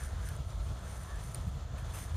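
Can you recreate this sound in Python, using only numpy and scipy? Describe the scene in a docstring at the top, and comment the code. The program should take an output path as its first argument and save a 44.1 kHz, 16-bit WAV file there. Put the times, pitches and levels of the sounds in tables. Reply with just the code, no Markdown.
"""A concrete pump truck runs steadily far across a building site: pulsed firings give a low throb, gated noise
the diesel clatter, blurred by the tree line, and wavering sines the faint whines; two thin squeals glide up.
Wind buffets the microphone of a hand-held phone: low noise follows the gusts in two bands.
Close by, dry grass and clothing rustle as the holder turns: grains and hiss, with a soft rasp of gliding
noise. Decaying sines and noise bursts make the sharp ticks, dull scuffs and light knocks."""
import sys
import numpy as np
from scipy import signal
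from scipy.fft import rfft, irfft
from scipy.io import wavfile
from scipy.ndimage import uniform_filter1d, map_coordinates

SR = 44100
rng = np.random.default_rng(int(sys.argv[2]) if len(sys.argv) > 2 else 0)


def store_pcm(level_fs):
    """Save levels as 16-bit WAV."""
    pcm = np.round(np.clip(level_fs, -1, 1) * 32767).astype(np.int16)
    wavfile.write(sys.argv[1], SR, np.atleast_2d(pcm).T)


N = 95256  # length in samples

# Spectrum tables give relative density; the level is set where the noise is used.
# Diesel clatter and fan, as heard from afar [f/Hz, density/dB]
CLATTER_SPECTRUM = [(150, 4.5), (260, 1.5), (380, 1), (520, 2.5), (690, 3.5), (770, 0.5), (1000, 0.5),
                    (1230, 0.5), (1330, 3.5), (1500, -11), (2000, -10.5), (2750, -12.5), (3150, -9),
                    (3420, -6.5), (3700, -10), (4200, -11), (5200, -16), (6900, -11.5), (8000, -19.5),
                    (10000, -24.5), (11000, -29), (14500, -26)]
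# Steady tones of the pump and its drive [f/Hz, rms level/dB]
WHINE_TONES = [(188, -62), (293, -73), (324, -78), (358, -75), (506.4, -72.5), (656.5, -70), (703, -70.5),
               (1013, -83), (1334, -73.5), (3360, -80), (3855, -90)]
# Side relative to mid in a stereo pair [f/Hz, level/dB]
SIDE_SPECTRUM = [(2500, -69), (3700, -46), (4300, -37), (5500, -11), (8000, -6.5), (14000, -2.5)]
# Brief thin squeals [t/s of the middle, half length/s to 1/e, f/Hz at the middle, glide/(Hz/s), rms level/dB]
SQUEAL_EVENTS = [(1.098, 0.052, 1113, 1603, -60), (1.135, 0.054, 1746, 149.8, -56.5)]
# Deep wind eddies on the microphone [f/Hz, density/dB]
EDDY_SPECTRUM = [(20, -27), (28, -22), (37, -7), (50, 6), (62, 4), (80, 2.5), (100, -5.5), (150, -33.5),
                 (400, -76)]
# Lighter wind flutter above them [f/Hz, density/dB]
FLUTTER_SPECTRUM = [(60, -13), (95, 2.5), (130, 1.5), (150, -6.5), (200, -15), (250, -30.5), (400, -49),
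                    (1500, -57.5)]
# Gusts [t/s, deep rms level/dB, flutter rms level/dB]
GUST_LEVELS = [(0.0, -44.5, -57), (0.03, -35, -40), (0.07, -38, -68), (0.09, -52, -58), (0.13, -35, -45.5),
               (0.37, -41.5, -44), (0.4, -37, -36), (0.44, -44, -65), (0.47, -34, -53),
               (0.49, -45.5, -44.5), (0.58, -35, -50), (0.72, -37, -41.5), (0.78, -52, -54),
               (0.84, -45, -47), (0.87, -44, -57), (0.9, -42, -44), (0.94, -53, -49.5), (0.97, -39, -48),
               (1.06, -51.5, -47), (1.09, -42, -62), (1.12, -46, -49), (1.14, -33.5, -47), (1.23, -44, -46),
               (1.28, -40.5, -43.5), (1.36, -54, -47), (1.38, -34, -36.5), (1.42, -49, -47.5),
               (1.48, -29.5, -35), (1.51, -41, -48.5), (1.56, -35, -41.5), (1.59, -49, -45),
               (1.61, -35.5, -52), (1.7, -43.5, -46), (1.74, -35.5, -42), (1.77, -40.5, -55),
               (1.83, -39.5, -40), (1.88, -33.5, -59), (1.93, -45.5, -43.5), (2.04, -42.5, -46.5),
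               (2.16, -30.5, -46.5)]
# Rustle of grass and cloth [f/Hz, density/dB]
RUSTLE_SPECTRUM = [(400, -8), (1100, -3.5), (2000, 8), (3200, -4), (4000, -2.5), (5400, 1), (6300, 8),
                   (7500, -3), (8400, 7.5), (9700, 10), (10600, -1), (12200, -1.5), (13200, -2),
                   (14200, -6)]
# Strength of the rustle [t/s, rms level/dB]
RUSTLE_LEVELS = [(0, -56.5), (.05, -51.5), (.11, -65), (.2, -67), (.27, -52.5), (.31, -60.5), (.355, -59),
                 (.39, -73), (.5, -62), (.57, -69.5), (.65, -61.5), (.8, -69.5), (.89, -57), (1.04, -59.5),
                 (1.15, -65), (1.24, -57), (1.36, -61), (1.48, -66), (1.75, -87), (1.785, -59.5),
                 (1.83, -70), (1.928, -59), (1.945, -51.5), (2.035, -52.5), (2.06, -57), (2.11, -67),
                 (2.16, -60.5)]
# Soft midrange rasp, at its reference pitch RASP_HZ [f/Hz, density/dB]
RASP_SPECTRUM = [(400, -41), (1000, -35), (1450, 2.5), (1600, 0), (1760, 1.5), (1950, -10), (2600, -17.5),
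                 (6000, -59)]
# Movement of the rasp [t/s, rms level/dB, centre f/Hz]
RASP_PATH = [(0, -53.5, 1582), (.06, -56.5, 1563), (0.109, -61, 1644), (.2, -59.5, 1658),
             (.29, -56.5, 1602), (.35, -59, 1430), (.4, -73, 1457), (.7, -67.5, 1542), (.83, -60.5, 1599),
             (1.0, -62.5, 1686), (1.17, -62.5, 1700), (1.23, -63.5, 1654), (1.6, -69.5, 1601),
             (1.8, -60, 1599), (2.16, -61.5, 1587)]
# Dull scuffs of the hand on the phone; the first is a brief burst of noise joining the snap at 0.288 s [t/s,
# level/dB at the crest, decay/s]
SCUFF_EVENTS = [(0.2873, -49.5, 0.0028), (1.78, -60, 0.0099), (1.936, -49, 0.024), (1.982, -55.5, 0.027)]
# Colour of a scuff [f/Hz, density/dB]
SCUFF_SPECTRUM = [(500, 0), (1100, 5), (2000, -5.5), (3100, 0.5), (4200, -16), (8000, -8)]
# Dry stalks snapping [t/s, ring peak/dB, ring f/Hz, decay/s, crack level/dB before its colour]
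SNAP_EVENTS = [(.0353, -41, 9500, .0004, -56), (0.288, -50, 9400, 0.0013, -40.5),
               (0.366, -42, 9050, 0.00018, -64), (0.505, -47.5, 6000, .0003, -63),
               (0.792, -55, 9000, .0006, -62), (0.81, -53, 8100, 0.00072, -64),
               (.916, -47.5, 9010, 0.00052, -55), (.966, -50, 7400, 0.00047, -63),
               (1.034, -52, 7500, 0.00042, -45), (1.158, -49, 7730, 0.00051, -55),
               (1.192, -55, 7520, 0.00052, -65), (1.2393, -48, 8850, 0.00065, -49),
               (1.319, -51, 7350, 0.00064, -58), (1.3464, -30.5, 8930, 0.00027, -33),
               (1.3554, -47.5, 6850, 0.00068, -50), (2.0403, -48, 9300, 0.00034, -54)]
# Colour of a snap's crack [f/Hz, gain/dB]
CRACK_SPECTRUM = [(500, -7), (2000, 4), (3800, -3.5), (5200, 1), (7000, -8), (9500, 8), (11500, -1),
                  (14000, -0.5)]
# Light knocks on the phone [t/s, level/dB before the mode gains]
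KNOCK_EVENTS = [(1.183, -53), (1.784, -50)]
# Modes of the phone case [f/Hz, gain/dB, 60 dB decay time/s]
CASE_MODES = [(1900, -5, 0.0099), (2520, 0, 0.019), (3020, -7, 0.012), (4380, -10, 0.017)]

FIRING_HZ, SPEED_WANDER = 65.57, 0.00341  # mean rate, rms fraction of the speed
FIRING_SCATTER_DB = -4  # factor on a normal draw, so either sign scatters alike
THROB_DB, THROB_TOP_HZ = -49.5, 110
CLATTER_DB, CLATTER_DEPTH, CLATTER_FLICKER_DB = -52, 0.094, 1.5
TREES_DB, TREES_T60_S = -8.5, 0.99
SQUEAL_WANDER_HZ = 43.7  # rms
GRAIN_RATE_HZ, GRAIN_SPREAD_DB, GRAIN_SHARE = 1300, 3.5, 0.9  # share is relative to the hiss
RASP_HZ = 1598.6
TICK_TAIL, TICK_TAIL_S = 0.33, 0.0036  # relative to the crack, decay time
LOW_CUT_HZ, TOP_HZ = 34.2, 14400


def pump_truck():
    """Periodic excitation: uneven firings throb, clatter pulses three times a firing, and the drive whines."""
    turns = np.cumsum(1 + SPEED_WANDER * walk(4.294)) / SR  # time as warped by the engine speed, s
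    cycle = FIRING_HZ * turns
    firing_size = undb(FIRING_SCATTER_DB * rng.standard_normal(512))[cycle.astype(int)]

    puffs = firing_size * np.sin(np.pi * (cycle % 1)) ** 4
    band = signal.butter(2, [40, THROB_TOP_HZ], "band", fs=SR, output="sos")
    throb = unit(signal.sosfilt(band, puffs - puffs.mean()))

    pulses = 1 + CLATTER_DEPTH * firing_size * np.cos(6 * np.pi * cycle)
    gate = pulses * undb(CLATTER_FLICKER_DB * walk(40.13))
    mid, side = (unit(trees(colour(gate * rng.standard_normal(N), CLATTER_SPECTRUM))) for _ in range(2))

    whine = np.zeros(N)
    for hz, db in WHINE_TONES:
        level = undb(db + 0.8 * walk(6.54)) * np.sqrt(2)  # rms to peak
        whine += level * np.sin(2 * np.pi * hz * turns + 0.83 * walk(12))
    return undb(THROB_DB) * throb + undb(CLATTER_DB) * spread(mid, side) + whine


def trees(x):
    """Diffuse scattering: the tree line adds an echo of exponentially decaying noise."""
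    t = np.arange(SR // 2) / SR
    tail = rng.standard_normal(len(t)) * np.exp(-np.log(1000) * t / TREES_T60_S)
    echo = signal.fftconvolve(x, tail / np.linalg.norm(tail))[:N]
    return x + undb(TREES_DB) * echo


def squeals():
    """Frequency modulation: narrow, wavering tones swell once and glide upward."""
    out = np.zeros(N)
    for middle, half, hz, glide, db in SQUEAL_EVENTS:
        t = np.arange(N) / SR - middle
        phase = np.cumsum(hz + glide * t + SQUEAL_WANDER_HZ * walk(150)) / SR
        level = undb(db + 2 * walk(80.1)) * np.sqrt(2)  # rms to peak
        swell = np.exp(-(t / half) ** 2)
        out += level * swell * np.sin(2 * np.pi * phase)
    return out


def wind():
    """Turbulent pressure: eddies at the microphone rumble and flutter, each band following the gusts."""
    out = np.zeros(N)
    for column, spectrum in [(1, EDDY_SPECTRUM), (2, FLUTTER_SPECTRUM)]:
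        eddies = colour(rng.standard_normal(N), spectrum)
        power = uniform_filter1d(np.abs(signal.hilbert(eddies)) ** 2, size=1300) / 2
        steady = eddies / np.sqrt(power)  # the gusts alone then set the level
        out += steady * curve(np.array(GUST_LEVELS)[:, [0, column]])
    return out


def rustle():
    """Stick-slip friction: dense slips of grass and cloth over a hiss, with a soft rasp of sliding resonance."""
    times, db, hz = np.array(RASP_PATH).T
    # reading the noise faster or slower shifts its resonance
    place = np.cumsum(np.interp(np.arange(N) / SR, times, hz) / RASP_HZ)
    rasp_noise = unit(colour(rng.standard_normal(N), RASP_SPECTRUM))
    rasp = map_coordinates(rasp_noise, [place], mode="mirror")
    return spread(slips(), slips()) * curve(RUSTLE_LEVELS) + rasp * curve(np.c_[times, db])


def slips():
    """Random impulse process: sparse grains of either sign and uneven size join a smooth hiss."""
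    hits = rng.random(N) < GRAIN_RATE_HZ / SR
    size = undb(GRAIN_SPREAD_DB * np.minimum(rng.exponential(size=N), 4))
    grains = hits * rng.choice([-1, 1], N) * size
    hiss = rng.standard_normal(N)
    return unit(colour(GRAIN_SHARE * unit(grains) + hiss, RUSTLE_SPECTRUM))


def scuffs():
    """Friction noise: short dull rubs swell and die away."""
    envelope = np.zeros(N)
    for start, db, decay in SCUFF_EVENTS:
        age = np.maximum(np.arange(N) / SR - start, 0) / decay  # in decay times
        envelope += undb(db) * np.sqrt(2 * np.e * age) * np.exp(-age)  # crest is 1 before the level
    return unit(colour(rng.standard_normal(N), SCUFF_SPECTRUM)) * envelope


def ticks():
    """Impulsive fracture: each snap is a thin crack with a very short bright ring and a faint tail."""
    rings, cracks = np.zeros(N), np.zeros(N)
    for start, ring_db, hz, decay, crack_db in SNAP_EVENTS:
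        t = np.arange(N) / SR - start
        age = np.maximum(t, 0)
        blow = np.exp(-age / decay)
        tail = TICK_TAIL * np.exp(-age / TICK_TAIL_S)
        cracks += undb(crack_db) * (t >= 0) * (blow + tail)
        swell = np.e * age / decay * blow  # crest is 1
        rings += undb(ring_db) * np.sin(2 * np.pi * hz * age) * swell
    return rings + colour(cracks * rng.standard_normal(N), CRACK_SPECTRUM)


def knocks():
    """Modal resonance: light taps on the phone ring a few damped modes of its case."""
    out = np.zeros(N)
    for start, db in KNOCK_EVENTS:
        age = np.maximum(np.arange(N) / SR - start, 0)
        for hz, mode_db, t60 in CASE_MODES:
            decay = np.exp(-np.log(1000) * age / t60)
            out += undb(db + mode_db) * np.sin(2 * np.pi * hz * age) * decay
    return out


def undb(db):
    """Logarithmic level: convert decibels to an amplitude gain."""
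    return 10 ** (np.asarray(db) / 20)


def unit(x):
    """Root-mean-square amplitude: scale to rms 1."""
    return x / np.sqrt(np.mean(x ** 2))


def curve(rows):
    """Amplitude envelope: gain per sample from [t/s, level/dB] rows."""
    return undb(np.interp(np.arange(N) / SR, *np.array(rows).T))


def colour(x, rows):
    """Spectral shaping: filter by [f/Hz, gain/dB] rows, joined on a logarithmic frequency axis."""
    hz, db = np.array(rows).T
    f = np.maximum(np.arange(N // 2 + 1) * SR / N, 1)
    gain = undb(np.interp(np.log(f), np.log(hz), db))
    return irfft(rfft(x) * gain, N)


def walk(rate):
    """Low-pass random process: a slow wander of rms 1 from smoothed draws, rate in Hz."""
    k = int(SR / rate)
    held = rng.standard_normal(1024)[np.arange(N) // k]
    return unit(uniform_filter1d(uniform_filter1d(held, k), k))


def spread(mid, side):
    """Mid-side stereo: two channels that differ mainly in the treble."""
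    return mid + colour(side, SIDE_SPECTRUM) * np.array([[1], [-1]])


def scene():
    """Superposition: the distant truck and the squeals under near wind, rustle and handling."""
    return pump_truck() + squeals() + wind() + rustle() + scuffs() + ticks() + knocks()


def record(dry):
    """Band limitation: the phone cuts the deepest bass and the top."""
    low_cut = signal.butter(6, LOW_CUT_HZ, "high", fs=SR, output="sos")
    top_cut = signal.ellip(16, .2, 90, TOP_HZ, fs=SR, output="sos")  # ripple and stopband in dB
    return signal.sosfilt(top_cut, signal.sosfilt(low_cut, dry))


dry = scene()
out = record(dry)
store_pcm(out)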